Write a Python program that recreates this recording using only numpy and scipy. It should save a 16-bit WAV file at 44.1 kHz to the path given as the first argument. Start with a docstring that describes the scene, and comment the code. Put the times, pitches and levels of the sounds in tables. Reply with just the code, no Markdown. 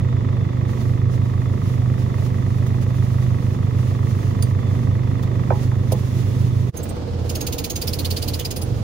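"""Heard from a pickup's cab: a four-cylinder idle booms, with valve-train knock, gas rumble, lope and fan hum.
Cloth rustles, a small part ticks, the dash is bumped. After a short fade the idle is slower, a loose part
rattles over a hissing buzz at about the firing rate, and the engine picks up speed at the end. Summed
harmonics make the boom, filtered pulses the knock and lope, coloured noise the rumble, rustle and buzz,
decaying modes the hard parts."""
import sys
import numpy as np
from scipy import signal
from scipy.fft import rfft, irfft, next_fast_len
from scipy.io import wavfile
from scipy.ndimage import uniform_filter1d

SR = 44100
rng = np.random.default_rng(int(sys.argv[2]) if len(sys.argv) > 2 else 0)


def wav_record(signal):
    """Record a signal, one row per channel, as 16-bit PCM in the file named by sys.argv[1]."""
    frames = np.transpose(np.atleast_2d(signal))
    bounded = np.clip(frames, -1, 1)
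    # unit amplitude maps onto the largest positive 16-bit level
    quanta = np.round(bounded * 32767).astype(np.int16)
    wavfile.write(sys.argv[1], SR, quanta)


N = 389393
T = np.arange(N) / SR
CUT_S = 6.72  # fast idle before, slow idle after

# The fast idle hunts. Each row: time in seconds, firing rate in Hz.
FAST_IDLE = [(0, 25.07), (0.3, 24.79), (0.7, 24.63), (1.3, 24.96), (1.5, 25.04), (1.7, 24.82), (2.1, 24.75),
             (2.9, 25.09), (3.1, 25), (3.5, 24.64), (3.9, 24.95), (4.3, 25.08), (4.7, 24.82), (4.9, 24.77),
             (5.5, 24.95), (5.9, 25.33), (6.1, 25.3), (6.3, 24.99), (6.72, 24.71)]
# Slow idle and final pick-up. Each row: time in seconds, firing rate in Hz, boom lift in dB.
SLOW_IDLE = [(6.72, 17.3, -2), (7.0, 18.3, -0.5), (7.25, 16.9, 2), (7.45, 17, -6), (7.7, 17.2, -7.5),
             (7.94, 17.6, 5), (8.35, 17.3, 1), (8.5, 17.8, 0), (8.62, 21.5, 6.5), (8.69, 25.8, 0),
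             (8.77, 22.4, 7.5), (8.83, 22.8, 8)]
# Cab response to firing harmonics, fast idle. Each row: frequency in Hz, mean level in dB rms.
FAST_BOOM = [(25, -58), (50, -40), (75, -35), (100, -23.5), (125, -22), (150, -41), (175, -36), (200, -43),
             (225, -41.5), (250, -47), (275, -46.5), (300, -56), (350, -58), (375, -50)]
# The same, slow idle. Each row: frequency in Hz, level in dB rms before the boom lift.
SLOW_BOOM = [(17, -68), (34, -46), (52, -82), (69, -55), (86, -24.5), (103, -48), (120, -31), (138, -49),
             (155, -48), (172, -80), (275, -59)]
# Relative signed strength of each cylinder's unevenness (no unit).
CYLINDER_STRENGTHS = [-0.77, 0.51, -0.59, -1.3]
# Cab resonances rung by the unevenness. Each row: centre in Hz, filter width in Hz, fast-idle level in dB.
LOPE_MODES = [(135, 23, -54), (148, 25, -41.5), (166.7, 16, -48)]
# Block resonances. Each row: centre in Hz, filter width in Hz, level in dB before the fade, lag in seconds.
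KNOCK_MODES = [(1200, 280, -48, 0), (1020, 200, -48, .003), (1150, 45, -51, 0.001), (1920, 260, -52, 0.001),
               (2480, 300, -62, 0.0015), (1220, 200, -59, .012), (680, 130, -55, .01),
               (2050, 350, -59, .028)]
# Slow change of the block's knock. Each row: time in seconds, gain in dB.
KNOCK_FADE = [(0, -1.5), (5.4, -1.5), (5.8, -6.5), (6.72, -8.5), (6.73, -7.5), (8.83, -27)]
# Panel rung at the slow idle. One row: centre in Hz, filter width in Hz, level in dB.
PANEL_MODE = (481, 17, -39.5)
# Accessory drive at the fast idle. Each row: centre in Hz, filter width in Hz, level in dB.
WHINE_MODES = [(3480, 120, -60), (3720, 110, -65.5)]
# Rumble colour, fast idle. Each row: frequency in Hz, relative dB per Hz.
FAST_RUMBLE = [(18, -48), (30, -22), (92, -17.5), (120, -3), (148, -7), (165, -11), (200, -13.5),
               (256, -11), (300, -22), (350, -16), (410, -21), (480, -20.5), (750, -32.5), (1140, -32),
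               (1480, -43), (1920, -37), (2310, -43), (6800, -53.5), (8000, -62.5), (15600, -72)]
# Rumble colour, slow idle. Each row: frequency in Hz, relative dB per Hz.
SLOW_RUMBLE = [(18, -45), (30, -10), (90, -2.5), (182, -9), (243, -10.5), (300, -11.5), (400, -15),
               (478, -13), (540, -18), (641, -19), (1000, -27), (1920, -38), (4810, -38), (15600, -72)]

# Colour of the treble hiss. Each row: frequency in Hz, relative dB per Hz.
HISS_COLOUR = [(2500, 7), (4000, 5.5), (6700, 4.5), (8000, -5), (10500, 0.5), (13000, -8), (15000, -8),
               (16000, -10)]
# Treble hiss between the swells. Each row: time in seconds, level in dB before flicker.
HISS_REST = [(0, -61), (.6, -60.5), (1.6, -52), (4.6, -54), (5.3, -54.5), (6.6, -48.5), (7.1, -54),
             (8.83, -45)]
# Swells of treble hiss: cloth rubs, then from 7.4 s the buzz under the rattles.
# Each row: centre in seconds, peak in dB before flicker, half-length in seconds.
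HISS_SWELLS = [(0.82, -49.5, 0.12), (1.134, -49, 0.028), (1.24, -52, 0.03), (1.697, -47, 0.068),
               (2.012, -47.5, 0.026), (2.238, -47, 0.051), (2.516, -53.5, 0.18), (2.827, -44, 0.017),
               (2.997, -49, 0.058), (3.187, -48.5, 0.11), (3.455, -51, 0.14), (3.868, -49.5, 0.11),
               (4.19, -47.5, 0.12), (4.427, -49, 0.082), (4.778, -48.5, 0.086), (5.615, -44.5, 0.052),
               (6.003, -47, 0.11), (6.27, -47, 0.17), (6.803, -48, 0.09), (7.455, -45.5, 0.21),
               (8.136, -43.5, 0.32), (8.802, -57, .1)]

# Rattles of a loose part. Each row: start in seconds, treble level in dB, squeak in Hz, its dB,
# second squeak in Hz, its dB, shared ring in dB (10 dB is added); dB after the first are re the treble.
RATTLES = [(2.66, -53.5, 3497, 0, 4500, -12, 6), (5.223, -54, 3520, 1, 4504, -12, -3),
           (5.9168, -33, 4940, -9, 6000, -6, -12), (6.766, -36.5, 4790, -20, 10350, -5, 6),
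           (6.828, -39, 15400, -9, 7700, 2, -10), (6.886, -42.5, 8460, 2.5, 6500, -2, -12),
           (7.2913, -33, 5160, 0.5, 4310, -7, 2), (7.349, -32, 4610, 0.5, 5100, -2, 1),
           (7.405, -33, 5030, 0.5, 4500, -4, 6.5), (7.464, -31.5, 4480, 0, 5070, -3, 2),
           (7.5215, -32.5, 4900, -4, 4400, -8, 2), (7.5795, -32, 4800, -1, 4040, -8, 3.5),
           (7.638, -30.5, 5020, 0.5, 4280, 0, 0), (7.696, -32.5, 5300, 0.5, 4305, -5, 9),
           (7.754, -33, 4900, -1, 3694, -13, 9), (7.811, -29.5, 4760, 2.5, 3470, -8, -14),
           (7.869, -27.5, 4940, 3, 2630, -18, -16), (7.927, -30, 5000, 3, 4400, 2, -16),
           (7.984, -29.5, 4230, 4.5, 4900, -4, -18), (8.043, -29.5, 4330, 5, 3510, 1, -14),
           (8.101, -28.5, 4520, 3.5, 3440, -12, -13), (8.16, -30.5, 4540, 4.5, 3440, -6, -15),
           (8.217, -30, 4620, 4, 3300, -7, -18), (8.274, -30.5, 4380, 3.5, 3470, -9, -16),
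           (8.332, -31.5, 4720, 3.5, 4280, 2, -12), (8.389, -32.5, 3190, 1.5, 2150, -4, -2),
           (8.444, -31, 4900, 5, 3430, -10, -16), (8.504, -32.5, 4990, -2.5, 7000, -3, 3),
           (8.559, -32.5, 9800, -4.5, 5000, -1, -6), (8.612, -35.5, 9950, 1, 4960, 0, -1)]
# How the part rubs. Each row: time in seconds, body noise in dB re the treble, squeak peak delay in seconds,
# noise t60 in seconds, largest upward slide of a squeak in Hz.
RUBBING = [(2.6, 6, .012, .078, 0), (5.2, 11.5, .012, 0.061, 0), (5.9, 1.5, 0.0047, 0.048, 0),
           (6.77, -13, 0.014, 0.06, 0), (6.9, 0, 0.011, .078, 0), (7.29, 4, .009, 0.073, 200),
           (7.76, 6, 0.0097, 0.09, 200), (7.81, 2.5, .013, 0.087, 900), (8.34, 4.5, .013, 0.096, 1100),
           (8.39, 5, 0.017, 0.087, 0), (8.45, 6.5, .012, .08, 800), (8.56, 1.5, 0.016, 0.081, 100)]
# Rattle body colour. Each row: frequency in Hz, relative dB per Hz.
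RATTLE_BODY_COLOUR = [(1500, -25), (2500, -2), (4600, 0), (6000, -3), (7200, -4), (7700, -13)]
# Rattle treble colour. Each row: frequency in Hz, relative dB per Hz.
RATTLE_TREBLE_COLOUR = [(7600, -30), (8300, -8), (8900, -1), (9600, -4), (10500, 0), (11800, -6),
                        (13500, -8), (15000, -7), (15800, -13)]
# Close mode pair shared by all rattles. One row: pitch in Hz, beat in Hz, first null in seconds, depth 0-1.
RATTLE_PAIR = (6520, 70, .003, .85)
# Faint high resonance at a chance pitch. One row: lowest in Hz, highest in Hz, dB re the treble.
HIGH_SQUEAK = (12000, 20000, -8)

# Knocks on the dash. Each row: start in seconds, dB, hardness, starting pitch of the blow in Hz,
# dB of its falling tone, its length in seconds.
BUMPS = [(5.5035, -26, 1.1, 1550, -12, .014), (5.517, -28, 1.0, 1250, -23, .012),
         (5.715, -42, 1.5, 2300, -31, .009), (5.743, -48, 1.4, 2000, -38, .006),
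         (5.921, -36, 0.4, 900, -14.5, .005), (5.929, -36, -.2, 900, -18.5, .009),
         (5.945, -43, -.6, 800, -23.5, .024)]
# Dash modes. Each row: frequency in Hz, relative dB, t60 in seconds.
DASH_MODES = [(271, -2, 0.06), (354, 10, 0.045), (384, 2, 0.081), (478, 22, 0.038), (550, -3, 0.07),
              (660, -3, 0.16), (790, 2.5, 0.097), (840, 1, 0.17), (952, 3, 0.14), (1050, 2.5, 0.094),
              (1290, 1, 0.043), (1540, 5.5, 0.027), (1780, -7, 0.053), (2370, -4, 0.025)]
# Dense body of a dash knock. Each row: frequency in Hz, relative dB per Hz.
THUD_COLOUR = [(150, -23), (280, 2), (500, -1), (800, -8), (1300, -19), (2500, -33), (5000, -80)]
# Rings of the small part. Each row: frequency in Hz, relative dB, t60 in seconds.
TICK_MODES = [(4650, -6, 0.1), (4738, 3, .05), (6560, -1, 0.054), (8930, -1.5, 0.084), (10560, 5.5, 0.042),
              (15160, -9, .055)]

# Noise shared by the two channels. 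Each row: frequency in Hz, left-right correlation.
LIKENESS = [(60, 0.92), (130, 0.75), (290, 0.73), (640, 0.077), (1410, 0.041), (3100, 0.027), (6820, 0.043),
            (15000, 0.079)]
# Port balance. Each row: frequency in Hz, left minus right in dB.
PORT_BALANCE = [(30, -2), (55, 2.5), (110, -5), (200, -4), (380, -5), (700, -6), (1290, -3.5), (2380, -5),
                (4400, 0.5), (8120, -9), (11000, -4.5), (15000, -21.5)]
# Port phase. Each row: frequency in Hz, radians by which the left leads.
LEFT_LEAD = [(30, 0.4), (100, -.5), (340, -0.38), (600, -0.062), (1030, 2.2), (1900, -0.13), (16000, -0.25)]
# Fade between the idles. Each row: time in seconds, gain in dB.
FADE = [(0, 0), (6.695, 0), (6.718, -35), (6.745, -7.5), (6.765, -1.5), (8.83, -3)]

HUM_HZ, HUM_DB = 93, -28.5  # means; both waver
TICK_S, TICK_DB, TICK_CRACK_RELATIVE_DB = 4.4241, -30, 1
THUD_RELATIVE_DB, THUD_T60_S = -1, 0.14
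FALL_OCTAVES, FALL_TIME_CONSTANT_S = 2.5, .0095
KNOCK_SCATTER_DB = 1.0
ATTACK_S, ATTACK_S_PER_DB = .0022, .0006  # squeaky rattles start more slowly
RING_T60_S = .095
SECOND_SQUEAK_DELAY_SHARE = .6  # of the first squeak's delay
SQUEAK_POLE_WIDTH_HZ, SQUEAK_SETTLE_S = 620, .007
TOP_HZ = 15780


def undb(db):
    """Amplitude ratio of a dB value."""
    return 10 ** (np.asarray(db) / 20)


def level(x, db):
    """Scale to an rms level in dB."""
    return x * undb(db) / np.sqrt(np.mean(x ** 2))


def curves(table):
    """Columns of a time table, interpolated at every sample."""
    s, *columns = np.transpose(table)
    return [np.interp(T, s, column) for column in columns]


def on_hz(table, hz):
    """A frequency table read on a log-frequency axis."""
    at_hz, value = np.transpose(table)
    return np.interp(np.log(np.maximum(hz, 1)), np.log(at_hz), value)


def noise(colour, count=N):
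    """Two-channel noise of a given colour, alike in the bass and nearly unrelated in the treble; rms 1."""
    size = next_fast_len(count)
    hz = np.arange(size // 2 + 1) * SR / size
    mid, side = rfft(rng.standard_normal((2, size)))
    alike = np.clip(on_hz(LIKENESS, hz), -.99, .99)
    pair = np.sqrt(1 + alike) * mid + np.sqrt(1 - alike) * side * np.array([[1], [-1]])
    coloured = irfft(pair * undb(on_hz(colour, hz)), size)
    return level(coloured[:, :count], 0)


def band(x, hz, width_hz):
    """Resonance with gain 1 at its centre."""
    return signal.lfilter(*signal.iirpeak(hz, hz / width_hz, fs=SR), x)


def resonate(x, hz, width_hz):
    """The same resonance twice, for steeper skirts."""
    return band(band(x, hz, width_hz), hz, width_hz)


def walk(rate_hz):
    """Random levels held for 1 / rate_hz and smoothed twice; spread near 1."""
    hold = int(SR / rate_hz)
    steps = np.repeat(rng.standard_normal(N // hold + 1), hold)
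    return 1.62 * uniform_filter1d(uniform_filter1d(steps, hold), hold)[:N]


def rustle_and_buzz():
    """Flickering treble hiss with flat-topped swells: cloth rubs, later the buzz under the rattles."""
    t = T[::100]
    swell_power = sum(undb(2 * db) * np.exp(-((t - s) / half_s) ** 4) for s, db, half_s in HISS_SWELLS)
    rest_power = undb(2 * curves(HISS_REST)[0])
    flicker_db = 1.3 * walk(40)
    return np.sqrt(rest_power + np.interp(T, t, swell_power)) * undb(flicker_db) * noise(HISS_COLOUR)


def fan(slow):
    """A sine, wavering in level and pitch just under the fourth firing harmonic; fast idle only."""
    waver_db = 1.1 * walk(4)
    hum_hz = HUM_HZ + 0.7 * walk(4.07)
    return ~slow * np.sqrt(2) * undb(HUM_DB + waver_db) * np.sin(2 * np.pi * np.cumsum(hum_hz) / SR)


def tick():
    """A small hard part clicks once: a short noise crack and a few thin decaying rings."""
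    out, t = np.zeros((2, N)), np.arange(SR // 5) / SR
    i = int(TICK_S * SR)
    rings = sum(undb(db - 60 * t / t60_s) * np.sin(2 * np.pi * hz * t + rng.uniform(0, 2.8, (2, 1)))
                for hz, db, t60_s in TICK_MODES)
    grit = noise(RATTLE_BODY_COLOUR, count=len(t)) + undb(-9) * noise(RATTLE_TREBLE_COLOUR, count=len(t))
    crack = undb(TICK_CRACK_RELATIVE_DB - 60 * t / 0.042) * grit
    out[:, i:i + len(t)] = undb(TICK_DB) * ((1 - np.exp(-t / 0.00089)) * rings + crack)
    return out


def falling_blow(t, start_hz, db, blow_s):
    """Bending waves arrive treble first, so the pitch of a blow falls."""
    hz = start_hz * 2 ** (-FALL_OCTAVES * (1 - np.exp(-t / FALL_TIME_CONSTANT_S)))
    push = np.sin(np.pi * np.minimum(t / blow_s, 1) ** 1.2).clip(0) ** .55
    return undb(db) * push * np.sin(2 * np.pi * np.cumsum(hz) / SR + rng.uniform(0, 2 * np.pi))


def dash_ring(t, hz, t60_s):
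    """One decaying dash mode; low modes build up later."""
    phase = rng.uniform(0, 2 * np.pi) + 1.16 * rng.standard_normal((2, 1))
    build_up = (1 - np.exp(-t * hz / 2.5)) ** 2
    return np.sin(2 * np.pi * hz * t + phase) * undb(-60 * t / t60_s) * build_up


def bumps():
    """Knocks on the dash drop in pitch, thud and ring its modes; harder ones favour higher modes."""
    out, t = np.zeros((2, N)), np.arange(SR // 5) / SR
    for s, db, hardness, start_hz, fall_db, blow_s in BUMPS:
        i = int(s * SR)
        hit = out[:, i:i + len(t)]  # a view: adding here adds to out
        hit += falling_blow(t, start_hz, fall_db, blow_s)
        thud_db = db + THUD_RELATIVE_DB - 4 * (hardness + 2.0) - 60 * t / THUD_T60_S
        hit += undb(thud_db) * (1 - np.exp(-t / 0.0041)) * noise(THUD_COLOUR, count=len(t))
        for hz, mode_db, t60_s in DASH_MODES:
            tilt_db = 6 * (hardness - 1) * np.log2(hz / 800)
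            hit += undb(db + mode_db + tilt_db) * dash_ring(t, hz, t60_s)
    return out


def swell(t, peak_s):
    """Smooth rise and fall that peaks at 1 after peak_s."""
    return (t / peak_s * np.exp(1 - t / peak_s)) ** 3.5


def squeal(hz, slide_hz, chance, t):
    """A narrow wavering tone that starts flat and settles on or slightly above its pitch; rms 1."""
    pole = np.exp(-np.pi * SQUEAK_POLE_WIDTH_HZ / SR)
    drive = chance[:2] + 1j * chance[2:] + 1.16 * chance[0, ::-1]
    waver = signal.lfilter([1], [1, -2 * pole, pole ** 2], drive)
    pitch_hz = hz + slide_hz * rng.uniform(.3, 1) * (.2 - np.exp(-t / SQUEAK_SETTLE_S))
    return level(np.real(waver * np.exp(2j * np.pi * np.cumsum(pitch_hz) / SR)), 0)


def rattle():
    """Each rattle is a grainy burst of rubbing noise; squeaks swell in it and a close pair of modes beats."""
    body, treble = noise(RATTLE_BODY_COLOUR), noise(RATTLE_TREBLE_COLOUR)
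    out, t = np.zeros((2, N)), np.arange(SR // 8) / SR
    white = rng.standard_normal((len(RATTLES), 3, len(t)))
    ring_hz, beat_hz, null_s, depth = RATTLE_PAIR
    beat = np.abs(1 - depth * np.exp(2j * np.pi * beat_hz * (t - null_s))) / (1 + depth)
    lowest_hz, highest_hz, high_db = HIGH_SQUEAK
    highs_hz = rng.uniform(lowest_hz, highest_hz, len(RATTLES))
    at_s, *rubbing = np.transpose(RUBBING)
    for row, high_hz, w in zip(RATTLES, highs_hz, white):
        s, db, first_hz, first_db, second_hz, second_db, ring_db = row
        body_db, peak_s, t60_s, slide_hz = (np.interp(s, at_s, column) for column in rubbing)
        span = slice(int(s * SR), int(s * SR) + len(t))

        attack_s = ATTACK_S + ATTACK_S_PER_DB * max(first_db, 0)
        shape = (1 - np.exp(-t / attack_s)) ** 2 * undb(-60 * np.maximum(t - .01, 0) / t60_s)
        grain = shape * undb(4.4 * uniform_filter1d(w[0, ::-1], size=36))
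        high = level(band(w[0] + 2.0 * w[1:], high_hz, 370.0), high_db)
        rub = grain * (undb(body_db) * body[:, span] + treble[:, span] + high)

        stutter = undb(13 * uniform_filter1d(w[1, ::-1], size=100))
        squeaks = ((first_hz, first_db, peak_s),
                   (second_hz, second_db, SECOND_SQUEAK_DELAY_SHARE * peak_s))
        squeak = sum(undb(q_db) * swell(t, q_s) * squeal(hz, slide_hz, rng.standard_normal((4, len(t))), t)
                     for hz, q_db, q_s in squeaks)

        # chance detuning and phases
        tone = np.sin(2 * np.pi * ring_hz * (1 + .009 * w[0, 0]) * t + 2 * w[1:, :1])
        ring = tone * beat * (1 - np.exp(-t / 0.0046)) ** 2 * undb(ring_db + 10 - 60 * t / RING_T60_S)
        out[:, span] += undb(db) * (rub + stutter * squeak + ring)
    return out


def rumble(fired, slow):
    """Gas and panel noise that swells a little with each firing."""
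    throb = undb(1.4 * np.cos(2 * np.pi * (fired - .1)) + 0.5 * walk(9))
    return throb * np.where(slow, undb(-26.0) * noise(SLOW_RUMBLE), undb(-27.5) * noise(FAST_RUMBLE))


def lope(fired, slow):
    """Unequal cylinders: a four-firing pattern that rings the cab between the harmonics."""
    count = np.floor(fired - .3).astype(int)
    strength = np.array(CYLINDER_STRENGTHS)[count % 4] * undb(0.86 * walk(22))
    pulses = np.append(0, np.diff(count)) * strength
    ringing = sum(level(resonate(pulses, hz, width_hz), db) for hz, width_hz, db in LOPE_MODES)
    return ringing * undb(-8 * slow)


def whine(fired):
    """Accessory drive: narrow noise that pipes up at every second firing and comes and goes."""
    out = 0
    for hz, width_hz, db in WHINE_MODES:
        tone = resonate(noise(HISS_COLOUR), hz, width_hz)
        gain_db = 3 * np.cos(np.pi * (fired + .5)) + 1.8 * walk(14)
        out = out + level(tone * undb(gain_db), db)
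    return out


def knock(fired, slow):
    """A valve-train rap at each firing rings the block; a panel answers at the slow idle, a whine at the fast."""
    count = fired.astype(int)
    blows = np.append(0, np.diff(count)) * undb(.5 * rng.standard_normal(400))[count]
    decay = np.exp(-1 / (0.0063 * SR))
    grit = rng.standard_normal((2, N)) * signal.lfilter([1], [1, -decay], blows)
    rap = blows + .016 * grit
    # each rap strikes each resonance with its own strength
    shares = undb(KNOCK_SCATTER_DB * rng.standard_normal((len(KNOCK_MODES), 400)))[:, count]
    block = 0
    for (hz, width_hz, db, lag_s), share in zip(KNOCK_MODES, shares):
        mode = resonate(rap * share, hz, width_hz)
        block = block + level(np.roll(mode, int(lag_s * SR), axis=1), db)
    panel_hz, panel_width_hz, panel_db = PANEL_MODE
    panel = level(band(blows + .03 * grit, panel_hz, panel_width_hz), panel_db)
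    return undb(curves(KNOCK_FADE)[0]) * block + np.where(slow, panel, whine(fired))


def boom(fired, hz, lift_db):
    """Firing harmonics weighted by the cab; they peak together half a firing after the knock."""
    out, fast = 0, np.clip((hz - 21) / 3, 0, 1)  # cab response blends from slow to fast over 21-24 Hz
    for k in range(1, 16):
        cab_db = fast * on_hz(FAST_BOOM, k * hz) + (1 - fast) * on_hz(SLOW_BOOM, k * hz)
        gain = undb(cab_db + lift_db + 0.79 * walk(6))
        out = out + np.sqrt(2) * gain * np.cos(2 * np.pi * k * (fired - .51))
    return out


def scene():
    """Firing count drives the engine layers; the other sources are added."""
    slow = T > CUT_S
    slow_hz, lift_db = curves(SLOW_IDLE)
    hz = np.where(slow, slow_hz, curves(FAST_IDLE)[0])
    fired = .84 + np.cumsum(hz) / SR + .4 * slow  # the knock falls on whole numbers
    engine = rumble(fired, slow) + lope(fired, slow) + knock(fired, slow) + boom(fired, hz, lift_db * slow)
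    return rustle_and_buzz() + fan(slow) + tick() + bumps() + rattle() + engine


def record(dry):
    """Two ports differ in level and phase by frequency; a short fade joins the idles; the top is cut."""
    size = next_fast_len(N)
    hz = np.arange(size // 2 + 1) * SR / size
    tilt = undb(on_hz(PORT_BALANCE, hz) / 2)
    ports = np.array([tilt * np.exp(1j * on_hz(LEFT_LEAD, hz)), 1 / tilt])
    heard = irfft(rfft(dry, size) * ports, size)[:, :N]
    faded = heard * undb(curves(FADE)[0])
    return signal.sosfilt(signal.ellip(10, .2, 50, TOP_HZ, fs=SR, output="sos"), faded)


dry = scene()
out = record(dry)
wav_record(out)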